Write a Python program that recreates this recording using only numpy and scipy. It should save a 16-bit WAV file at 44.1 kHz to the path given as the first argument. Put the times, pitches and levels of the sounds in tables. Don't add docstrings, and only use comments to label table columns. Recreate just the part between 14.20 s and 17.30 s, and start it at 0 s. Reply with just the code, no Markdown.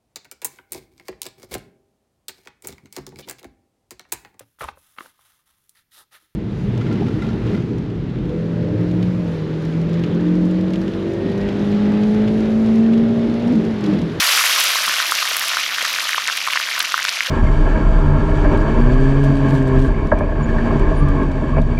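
import sys
import numpy as np
from scipy import signal
from scipy.fft import rfft, irfft, next_fast_len
from scipy.io import wavfile

SR = 44100
rng = np.random.default_rng(int(sys.argv[2]) if len(sys.argv) > 2 else 0)


def bounce(signal):
    frames = np.transpose(np.atleast_2d(signal))
    limited = np.clip(frames, -1, 1)
    pcm = np.round(limited * 32767).astype(np.int16)
    wavfile.write(sys.argv[1], SR, pcm)


N = 136710

# start_s [s], vigour_db [dB]
VIGOUR = [(0, -16.5), (.2, -16.5), (.43, -18), (.55, -19.5), (.9, -21.5), (1.25, -22), (1.5, -24.5),
          (1.7, -22.5), (2.0, -25.5), (2.45, -25), (2.8, -25.5), (3.1, -27)]
# frequency_hz [Hz], level_db [dB per Hz]
FIRE_SPECTRUM = [(20, -11), (60, -10), (120, 1), (200, 4), (330, 10), (700, -42.5), (2000, -50)]
# start_s [s], length_s [s], start_pitch_hz [Hz], end_pitch_hz [Hz], peak_db [dB]
GURGLES = [(.655, 0.057, 242, 174, -44), (0.684, 0.024, 370, 352, -39.5), (0.867, 0.057, 293, 386, -43),
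           (1.618, 0.017, 249, 240, -45), (3.077, 0.025, 520, 543, -30.5)]
# frequency_hz [Hz], level_db [dB per Hz]
SIZZLE_SPECTRUM = [(100, -54), (250, -27.5), (400, -23), (510, -14.5), (700, -10.5), (850, -16.5),
                   (1150, -6), (2000, -3.5), (3200, -0.5), (4500, -2.5), (6000, -5), (7200, -16),
                   (8500, -22.5), (11000, -27.5), (14000, -28), (16000, -51)]
# frequency_hz [Hz], level_db [dB per Hz]
CRACKLE_SPECTRUM = [(300, -24.5), (1500, -18), (5500, -6.5), (7200, -2.5), (8500, -7.5), (10500, -4),
                    (12700, -4.5), (14500, -13), (16000, -22)]
FOAM_EDGES_HZ = [90, 1000, 2200, 4200, 7800, 18000]
SPRAY_EDGES_HZ = [3000, 8500, 12000, 17000]
# start_s [s], length_s [s], level_db [dB]
PUFFS = [(1.363, .02, -31), (1.619, 0.014, -20), (1.649, 0.017, -25), (2.166, 0.019, -25),
         (2.323, .014, -15.5), (2.356, 0.015, -16), (2.599, 0.011, -13), (2.647, 0.015, -17),
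         (2.719, 0.0084, -15.5), (2.876, 0.016, -22), (3.055, 0.022, -20)]
# pitch_hz [Hz], level_db [dB]
BUBBLE_SIZES = [(520, -22), (700, -17.5), (850, -10.5), (1150, -7.5), (1800, 3.5), (3000, 2), (4500, -2),
                (6200, -6)]
# start_s [s], level_db [dB], pitch_hz [Hz]
POPS = [(0.5562, -11.5, 1060), (.679, -9.5, 1210), (0.6952, -9.5, 1580), (0.801, -6.5, 1490),
        (0.9212, -3.5, 1340), (1.0257, -10.5, 1190), (1.114, -22, 600), (1.316, -15, 1335),
        (1.3336, -9.5, 1740), (1.37, -6, 1390), (1.4121, -12, 2250), (1.4628, -11.5, 2080),
        (1.491, -12.5, 2220), (1.5837, -7.5, 1660), (1.6171, -10, 1960), (1.626, -20.5, 560),
        (1.6472, -13, 2000), (1.6505, -9, 1430), (1.7861, -8, 1580), (1.8923, -7, 1780), (1.9319, -9, 2040),
        (1.9457, -7, 1630), (1.98, -7, 1070), (2.082, -7.5, 2060), (2.0879, -9.5, 1740), (2.0985, -9, 1500),
        (2.1267, -14, 2670), (2.2741, -9.5, 1210), (2.2833, -12, 1060), (2.3344, -8, 2260),
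        (2.3571, -10.5, 1120), (2.3734, -6, 1830), (2.4, -10.5, 1510), (2.4882, -11.5, 1940),
        (2.5369, -10, 2210), (2.5619, -15, 2200), (2.5777, -14.5, 1360), (2.6023, -17, 1360),
        (2.742, -2.5, 1320), (2.7782, -7.5, 1560), (2.7913, -10.5, 1580), (2.8505, -7, 1550),
        (2.883, -9, 2430), (2.9715, -11, 2290), (3.0067, -4, 2060)]
# start_s [s], level_db [dB], pitch_hz [Hz]
SPITS = [(.0664, -14, 12000), (0.4013, 0, 11100), (0.4073, -6, 5530), (0.4411, -2, 11000),
         (.6656, -10, 10300), (0.7403, -9, 5450), (0.755, -18, 4090), (.9149, -7.5, 9200),
         (0.9524, -6, 4990), (.9706, -11, 4000), (1.031, -18, 5340), (1.1678, 1.5, 11600),
         (1.1957, -8, 11300), (1.2822, -7, 11100), (1.4395, -15, 4780), (1.626, -11, 7200),
         (1.651, -8, 5000), (1.7311, -14, 12000), (1.9076, -18, 12000), (2.0754, -6.5, 5600),
         (2.1711, -11, 9500), (2.1773, -13, 2770), (2.3336, -15, 11100), (2.5928, -7, 11300),
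         (2.627, -11.5, 11500), (2.7215, -18, 7000), (2.829, -8.5, 5150), (2.8516, -8, 4600),
         (2.8924, -2.5, 4630)]
# frequency_hz [Hz], gain_db [dB]
WOK_COLOUR = [(150, -19), (400, -9), (520, -3), (700, -1.5), (860, -6), (1050, 1), (1300, 0.5), (1650, 0),
              (2200, 1.5), (16000, 1.5)]

CALM_DB = -24
CROWDING = .8

FIRE_DB, FIRE_FLICKER_DB, FIRE_FLICKER_HZ = -58, 1.5, 8
HUM_DB, HUM_HZ, HUM_WAVER_HZ, HUM_WAVER_RATE_HZ = -68, 142, 2, 5

SIZZLE_PER_S, SIZZLE_SPREAD_DB, SIZZLE_TRIM_DB, SIZZLE_FOLLOWS = 1900, 3.5, -1.5, 0.99
CRACKLE_PER_S, CRACKLE_SPREAD_DB, CRACKLE_DB, CRACKLE_FOLLOWS = 800, 5, -35.5, 1.6
SURGE_DB, SURGE_RATE_HZ = 1.3, 37.7
PUFF_BAND_HZ, PUFF_SPREAD_DB = (1570, 4300), 6

BUBBLES_PER_S, BUBBLE_TRIM_DB, BUBBLE_SPREAD_DB, BUBBLE_LARGEST_DB = 850, -21.5, 5, 12
BUBBLE_CYCLES, BUBBLE_FOLLOWS, BUBBLE_SWELL = 0.83, 0.18, 0.19

POP_CYCLES, POP_RISE, POP_TRIM_DB = 0.77, 0.011, .5
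SPIT_CYCLES, SPIT_TRIM_DB = 0.39, 4
SKIN_TRIM_DB, SKIN_HZ = -5, 3540

SCATTER_DB, SCATTER_T60_S = -13, 0.028
CUTOFF_HZ = 16000


def from_db(db):
    return 10 ** (np.asarray(db) / 20)


def rms_one(x):
    return x / np.sqrt(np.mean(x ** 2) + 1e-20)


def at_hz(points, hz):
    f, db = np.transpose(points)
    return np.interp(np.log(np.maximum(hz, 1)), np.log(f), db)


def drift(rate_hz):
    pole = np.exp(-2 * np.pi * rate_hz / SR)
    noise = rng.standard_normal(N + SR)
    return rms_one(signal.lfilter([1], [1, -2 * pole, pole * pole], noise)[SR:])


def colour(x, spectrum):
    size = 2 * next_fast_len(N)
    gain = from_db(at_hz(spectrum, np.arange(size // 2 + 1) * SR / size))
    cepstrum = irfft(np.log(gain))
    cepstrum[1:size // 2] *= 2
    cepstrum[size // 2 + 1:] = 0
    response = np.exp(rfft(cepstrum))
    return irfft(rfft(x, size) * response)[:N]


def band_pass(x, band_hz):
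    return signal.sosfilt(signal.butter(2, band_hz, "band", fs=SR, output="sos"), x)


def add(out, start_s, sound):
    i = int(np.clip(start_s * SR, 0, N))
    out[i:i + len(sound)] += sound[:N - i]


def sizes(chance, spread_db):
    return from_db(-spread_db * np.log(.012 + .988 * chance))


def clicks(per_s, spread_db):
    born = rng.random(N) < per_s / SR
    heights = sizes(rng.random(N), spread_db)
    signs = rng.choice([-1, 1], N)
    return rms_one(born * heights * signs / np.sqrt(per_s))


def grains(per_s, spread_db, edges_hz):
    bands = zip(edges_hz, edges_hz[1:])
    return sum(band_pass(clicks(per_s, spread_db), band) for band in bands)


def burst(pitch_hz, cycles, rise):
    t = np.arange(int(10 * cycles / pitch_hz * SR) + 2) / SR
    age = t * pitch_hz / cycles
    envelope = age * np.exp(1 - age)
    return envelope * np.sin(2 * np.pi * pitch_hz * t * (1 + rise * age / 2))


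def fire():
    rumble = rms_one(colour(rng.standard_normal(N), FIRE_SPECTRUM))
    return rumble * from_db(FIRE_DB + FIRE_FLICKER_DB * drift(FIRE_FLICKER_HZ))


def hum():
    pitch_hz = HUM_HZ + HUM_WAVER_HZ * drift(HUM_WAVER_RATE_HZ)
    return from_db(HUM_DB) * np.sin(2 * np.pi * np.cumsum(pitch_hz) / SR)


def gurgles():
    out = np.zeros(N)
    for start_s, length_s, start_hz, end_hz, peak_db in GURGLES:
        pitch_hz = np.linspace(start_hz, end_hz, int(length_s * SR))
        tone = np.sin(2 * np.pi * np.cumsum(pitch_hz) / SR)
        add(out, start_s, from_db(peak_db) * np.hanning(len(tone)) * tone)
    return out


def foam(vigour_db):
    surge_db = SURGE_DB * drift(SURGE_RATE_HZ)
    per_s = SIZZLE_PER_S * from_db(CROWDING * vigour_db)
    sizzle = rms_one(colour(grains(per_s, SIZZLE_SPREAD_DB, FOAM_EDGES_HZ), SIZZLE_SPECTRUM))
    return sizzle * from_db(CALM_DB + SIZZLE_TRIM_DB + SIZZLE_FOLLOWS * vigour_db + surge_db)


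def spray(vigour_db):
    per_s = CRACKLE_PER_S * from_db(CROWDING * vigour_db) ** 2
    crackle = rms_one(colour(grains(per_s, CRACKLE_SPREAD_DB, SPRAY_EDGES_HZ), CRACKLE_SPECTRUM))
    return crackle * from_db(CRACKLE_DB + CRACKLE_FOLLOWS * vigour_db)


def puffs():
    swell = np.zeros(N)
    for start_s, length_s, level_db in PUFFS:
        add(swell, start_s, from_db(level_db) * np.hanning(int(length_s * SR)))
    return swell * rms_one(band_pass(clicks(SIZZLE_PER_S, PUFF_SPREAD_DB), PUFF_BAND_HZ))


def small_bubbles(vigour_db):
    out = np.zeros(N)
    birth, pitch_chance, size_chance, length_chance = rng.random((4, N))
    per_s = BUBBLES_PER_S * from_db(CROWDING * vigour_db)
    lowest_hz, highest_hz = BUBBLE_SIZES[0][0], BUBBLE_SIZES[-1][0]
    for i in np.flatnonzero(birth < per_s / SR):
        calm_hz = lowest_hz * (highest_hz / lowest_hz) ** pitch_chance[i]
        size = min(sizes(size_chance[i], BUBBLE_SPREAD_DB), from_db(BUBBLE_LARGEST_DB))
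        level_db = BUBBLE_TRIM_DB + at_hz(BUBBLE_SIZES, calm_hz) + BUBBLE_FOLLOWS * vigour_db[i]
        pitch_hz = calm_hz * from_db(-BUBBLE_SWELL * vigour_db[i])
        ring = burst(pitch_hz, BUBBLE_CYCLES * (.5 + length_chance[i]), POP_RISE)
        add(out, i / SR, size * from_db(level_db) * ring / 2)
    return out


def spits():
    out = np.zeros(N)
    for start_s, level_db, pitch_hz in SPITS:
        add(out, start_s, from_db(level_db + SPIT_TRIM_DB) * burst(pitch_hz, SPIT_CYCLES, 0))
    return out


def pops():
    out = np.zeros(N)
    for start_s, level_db, pitch_hz in POPS:
        add(out, start_s, from_db(level_db + POP_TRIM_DB) * burst(pitch_hz, POP_CYCLES, POP_RISE))
        tick = burst(SKIN_HZ * rng.uniform(0.49, 1.7), SPIT_CYCLES, 0)
        add(out, start_s, from_db(level_db + SKIN_TRIM_DB) * tick)
    return out


def wok(bursts):
    t = np.arange(int(.04 * SR)) / SR
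    tail = rng.standard_normal(len(t)) * from_db(-60 * t / SCATTER_T60_S)
    scatter = signal.fftconvolve(bursts, tail / np.linalg.norm(tail))[:N]
    return colour(bursts + from_db(SCATTER_DB) * scatter, WOK_COLOUR)


def scene():
    vigour_db = np.interp(np.arange(N) / SR, *np.transpose(VIGOUR)) - CALM_DB
    bursts = small_bubbles(vigour_db) + pops() + spits()
    frying = foam(vigour_db) + spray(vigour_db) + wok(bursts) + puffs()
    background = gurgles() + fire() + hum()
    return (frying + background)[None]


def record(dry):
    rounded = dry / (1 + dry ** 6) ** (1 / 6)
    return signal.sosfilt(signal.ellip(10, .1, 80, CUTOFF_HZ, fs=SR, output="sos"), rounded)


dry = scene()
out = record(dry)
bounce(out)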